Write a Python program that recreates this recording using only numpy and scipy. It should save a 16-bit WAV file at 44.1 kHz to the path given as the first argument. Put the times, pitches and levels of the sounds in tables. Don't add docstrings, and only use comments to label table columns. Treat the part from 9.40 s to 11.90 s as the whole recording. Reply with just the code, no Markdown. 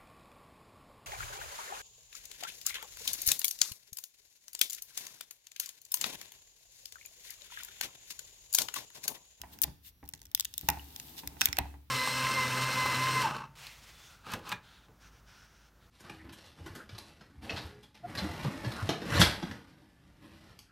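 import sys
import numpy as np
from scipy import signal
from scipy.fft import rfft, irfft
from scipy.io import wavfile

SR = 44100
rng = np.random.default_rng(int(sys.argv[2]) if len(sys.argv) > 2 else 0)


def log_audio(samples):
    frames = np.atleast_2d(samples).T
    limited = np.clip(frames, -1, 1)
    pcm = np.round(limited * 32767).astype(np.int16)
    wavfile.write(sys.argv[1], SR, pcm)


N = 110250
TIME = np.arange(N) / SR

# start_s, boom_db, knock_db
FOOTFALLS = [(0.036, -61.5, -46), (.228, -48.5, -83), (.245, -49.5, -46), (.278, -47, -53.5),
             (.629, -51, -52.5), (0.735, -57.5, -61), (.816, -63.5, -68.5), (1.232, -48, -62),
             (1.2862, -38.5, -26), (1.371, -48.5, -44.5), (1.834, -45, -49.5), (2.015, -48, -41),
             (2.084, -46, -49), (2.184, -36, -29), (2.256, -59, -48.5), (2.341, -54.5, -54)]


def from_db(db):
    return 10 ** (np.asarray(db) / 20)


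def rms_one(x):
    return x / np.sqrt(np.mean(x ** 2) + 1e-20)


def at_hz(points, hz):
    freqs, values = np.transpose(points)
    return np.interp(np.log(hz + 1), np.log(freqs), values)


def colour(x, points):
    size = x.shape[-1]
    return irfft(rfft(x) * from_db(at_hz(points, np.fft.rfftfreq(size, 1 / SR))), size)


def pass_filter(x, kind, hz, order):
    return signal.sosfilt(signal.butter(order, hz, kind, fs=SR, output="sos"), x)


def pan(hz):
    # freq_hz, left_minus_right_db
    balance = [(2300, -7), (5400, -7.5), (12000, 27)]
    db = at_hz(balance, hz)
    gains = from_db(np.array([db, -db]) / 2).reshape(2, -1)
    return gains / np.sqrt(np.mean(gains ** 2, axis=0))


def ring(push, hz, t60):
    radius, angle = from_db(-60 / (t60 * SR)), 2 * np.pi * hz / SR
    return signal.lfilter([0, np.sin(angle)], [1, -2 * radius * np.cos(angle), radius ** 2], push + 1e-18)


def decay(start_s, t60):
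    return from_db(-60 * np.abs(TIME - start_s) / t60) * (TIME > start_s)


def swell(middle_s, length_s):
    return np.exp(-(2 * (TIME - middle_s) / length_s) ** 2)


def add(out, start_s, sound):
    i = max(int(start_s * SR), 0)
    out[i:i + len(sound)] += sound[:N - i]


def stereo_noise(spectrum):
    mid, side = colour(rng.standard_normal((2, N)), spectrum)
    side = pass_filter(side, "high", hz=560, order=1)
    return rms_one(mid + side * [[1], [-1]])


def room_tone():
    # freq_hz, gain_db
    bed_eq = [(25, -12), (68, 5), (110, -7), (700, -31.5), (4000, -32), (8000, -42), (14000, -30.5)]
    return from_db(-63) * stereo_noise(bed_eq)


def room(x, size=30000):
    # freq_hz, gain_db
    room_eq = [(300, -2), (1800, 1), (5000, -4.5)]
    t = TIME[:size]
    predelay_s, crossfeed = 0.00084, 0.78

    def reflections(t60):
        return colour(rms_one(rng.standard_normal((2, size)) * from_db(-60 * t / t60)), room_eq)

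    early = from_db(-6.5) * reflections(t60=0.017)
    tail = pass_filter(from_db(-14.5) * reflections(t60=0.36), "low", hz=6000, order=1)
    response = (early + tail) * (t > predelay_s) / np.sqrt(size)
    return signal.fftconvolve(x + crossfeed * x[::-1], response, axes=1)[:, :N]


def whine(middle_s=0.58, length_s=0.64, base_hz=2900, sag_hz=175):
    from_middle = 2 * (TIME - middle_s) / length_s
    phase = 2 * np.pi * np.cumsum(base_hz - sag_hz * from_middle ** 2) / SR
    return from_db(-82) * np.exp(-from_middle ** 4) * sum(np.sin(k * phase) for k in (2, 4))


def dragging():
    # time_s, level_db
    fader = [(0, -60), (.16, -56.5), (.42, -86.5), (1.17, -72), (1.26, -60.5), (1.83, -55), (1.97, -55.5),
             (2.3, -57.5), (2.5, -78.5)]
    # freq_hz, gain_db
    rumble_eq = [(60, 1), (300, -2), (550, -15.5), (880, -5.5), (1150, -18), (5000, -23)]
    return from_db(np.interp(TIME, *np.transpose(fader))) * stereo_noise(rumble_eq)


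def rubbing(catches_per_s=490, spread_db=2, split_hz=7000):
    # middle_s, length_s, rasp_db, hiss_db
    strokes = [(0.136, 0.031, -57.5, -54), (0.47, 0.054, -56, -52), (1.276, 0.33, -60, -57),
               (1.67, 0.49, -60, -56), (1.789, 0.028, -45, -46.5), (2.046, 0.073, -44.5, -43.5)]
    # freq_hz, gain_db
    friction_eq = [(530, -59), (950, -18.5), (3500, 2), (9000, -7.5), (14200, 3.5), (16000, -10.5)]
    catches = rng.random(N) < catches_per_s / SR
    strength = from_db(spread_db * np.minimum(rng.exponential(1, N), 4))
    grains = rms_one(catches * strength * rng.standard_normal((2, N)))
    friction = colour(rng.standard_normal((2, N)) + from_db(-4) * grains, friction_eq)
    hz = np.fft.rfftfreq(N, 1 / SR)
    spectrum = rfft(friction) * pan(hz)
    rasp, hiss = (rms_one(irfft(spectrum * band, N)) for band in (hz < split_hz, hz >= split_hz))
    return sum(swell(middle_s, length_s) * (from_db(rasp_db) * rasp + from_db(hiss_db) * hiss)
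               for middle_s, length_s, rasp_db, hiss_db in strokes)


def squeak():
    # middle_s, length_s, pitch_hz, level_db
    bursts = [(2.034, 0.042, 5380, -39)]
    out = 0
    for middle_s, length_s, hz, db in bursts:
        chatter = np.diff(rng.standard_normal((2, N + 1)))
        tone = rms_one(ring(chatter, hz, t60=0.027))
        out = out + from_db(db) * swell(middle_s, length_s) * tone * pan(hz)
    return out


def table_boom():
    # pitch_hz, level_db, t60_s
    modes = [(70.6, -4, 0.61), (171.9, -14.5, 0.53), (287.3, -9, 0.45), (377.8, -6.5, 0.17),
             (470, -12.5, 0.22)]
    start_s, boom_db, _ = np.transpose(FOOTFALLS)
    out = np.zeros(N)
    for k, (hz, db, t60) in enumerate(modes):
        push = np.zeros(N)
        push[(start_s * SR).astype(int)] = from_db(boom_db + db + rng.standard_normal(len(start_s)))
        out += (-1) ** k * ring(push, hz, t60)
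    return out


def table_thuds():
    # freq_hz, gain_db
    thud_eq = [(150, 1.5), (400, -15), (1500, -28.5)]
    envelope = sum(from_db(db - 0.5) * decay(start_s, t60=0.21) for start_s, db, _ in FOOTFALLS)
    return envelope * pass_filter(stereo_noise(thud_eq), "low", hz=1500, order=2)


def wood_knocks():
    # freq_hz, gain_db
    wood_eq = [(520, -14), (820, 6.5), (1200, -11), (2400, -7), (3300, -30)]
    out = 0
    for start_s, _, db in FOOTFALLS:
        envelope = decay(start_s, t60=0.044) + from_db(-15) * decay(start_s, t60=0.24)
        wood = pass_filter(colour(rng.standard_normal(N), wood_eq), "low", hz=3300, order=2)
        out = out + from_db(db) * rms_one(envelope * wood) * np.sqrt(np.mean(envelope ** 2))
    return out


def loose_parts():
    # start_s, pitch_hz, level_db
    taps = [(1.3953, 2900, -39), (2.0149, 1502, -19.5), (2.0161, 2525, -29.5), (2.0716, 2300, -28.5),
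            (2.1278, 5400, -24.5)]
    return sum(from_db(db) * decay(s, t60=0.018) * np.sin(2 * np.pi * hz * (TIME - s)) * pan(hz)
               for s, hz, db in taps)


def ratchet_slips(spread_db=6.5, shell_offset_db=-13):
    # start_s, end_s, slips_per_s, level_db
    turns = [(0.639, 0.87, 90, -61)]
    cues = []
    for start_s, end_s, rate, db in turns:
        count = int((end_s - start_s) * rate) + 1
        for k, (jitter, accent) in enumerate(rng.standard_normal((count, 2))):
            slip_s = start_s + (k + .5 * np.tanh(jitter)) / rate
            slip_db = db + spread_db * accent
            cues.append((slip_s, slip_db + shell_offset_db, slip_db, slip_db))
    return cues


def plastic_click(levels_db, size=1100, contact_s=0.0005, spread_db=2.5):
    # pitch_hz, level_db
    modes = [(1500, -1.5), (2000, -4.5), (2550, 0), (3450, 3), (4100, -3), (5400, 2.5), (6400, 4.5),
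             (8000, -5.5), (12700, 5), (14400, -3)]
    crossovers = [2800, 8500]
    t = TIME[:size]
    contact = t / contact_s * np.exp(1 - t / contact_s)
    parts = np.zeros((3, 2, size))
    for hz, db in modes:
        chatter = np.diff(rng.standard_normal((2, size)) * contact, prepend=0)
        t60 = 0.0088 * (modes[0][0] / hz) ** 0.94
        mode = np.array([rms_one(ring(channel, hz, t60)) for channel in chatter])
        parts[np.searchsorted(crossovers, hz)] += mode * pan(hz) * from_db(db + spread_db * rng.normal())
    gains = from_db(levels_db) * np.sqrt(.002 * SR / size)
    return sum(gain * rms_one(part) for gain, part in zip(gains, parts))


def figure_clicks(right_lag_s=.0003):
    # start_s, shell_db, panels_db, edges_db
    cues = [(0.016, -44, -37.5, -38), (0.1876, -50.5, -49.5, -48), (0.2175, -51, -33, -16),
            (0.2256, -54, -42, -22), (0.2335, -36, -29, -34), (0.2358, -41.5, -25, -26),
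            (0.2391, -39.5, -28.5, -19.5), (0.6894, -56.5, -50.5, -35), (0.7362, -49.5, -35.5, -54),
            (0.8164, -58.5, -46.5, -50.5), (0.8672, -73, -56, -70), (0.915, -81, -53.5, -48.5),
            (0.9485, -68, -20.5, -16.5), (0.9756, -44.5, -46, -44), (0.9972, -66, -24, -26),
            (1.007, -49, -26, -28.5), (1.0252, -52, -53, -53), (1.0475, -65, -39, -30.5),
            (1.0518, -47, -29.5, -36.5), (1.139, -60.5, -38.5, -39), (1.1794, -54.5, -30, -26),
            (1.1919, -64, -43, -47), (1.2111, -52, -47, -36.5), (1.2873, -23.5, -21.5, -17.5),
            (1.3007, -38, -30, -23.5), (1.5613, -50.5, -37, -38.5), (1.5985, -51, -36.5, -40),
            (1.874, -41.5, -33, -32), (2.0099, -34.5, -23, -25.5), (2.0153, -19.5, -18.5, -26.5),
            (2.0564, -28, -19.5, -13), (2.0865, -38.5, -39, -49.5), (2.1283, -30.5, -30, -35),
            (2.1686, -34.5, -35.5, -45), (2.1863, -20.5, -28.5, -20.5)]
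    out = np.zeros((2, N))
    for start_s, *levels_db in [*cues, *ratchet_slips()]:
        left, right = plastic_click(levels_db)
        add(out[0], start_s, left)
        add(out[1], start_s + right_lag_s, right)
    return pass_filter(out, "high", hz=1100, order=2)


def scene():
    direct = figure_clicks() + loose_parts()
    direct += table_boom() + table_thuds() + wood_knocks()
    direct += rubbing() + squeak() + whine()
    return direct + room(direct) + dragging() + room_tone()


def record(dry, ceiling=.95, top_hz=16300):
    thinned = pass_filter(dry, "high", hz=46, order=4)
    rounded = ceiling * np.tanh(thinned / ceiling)
    return signal.sosfilt(signal.ellip(10, .3, 70, top_hz, fs=SR, output="sos"), rounded)


dry = scene()
out = record(dry)
log_audio(out)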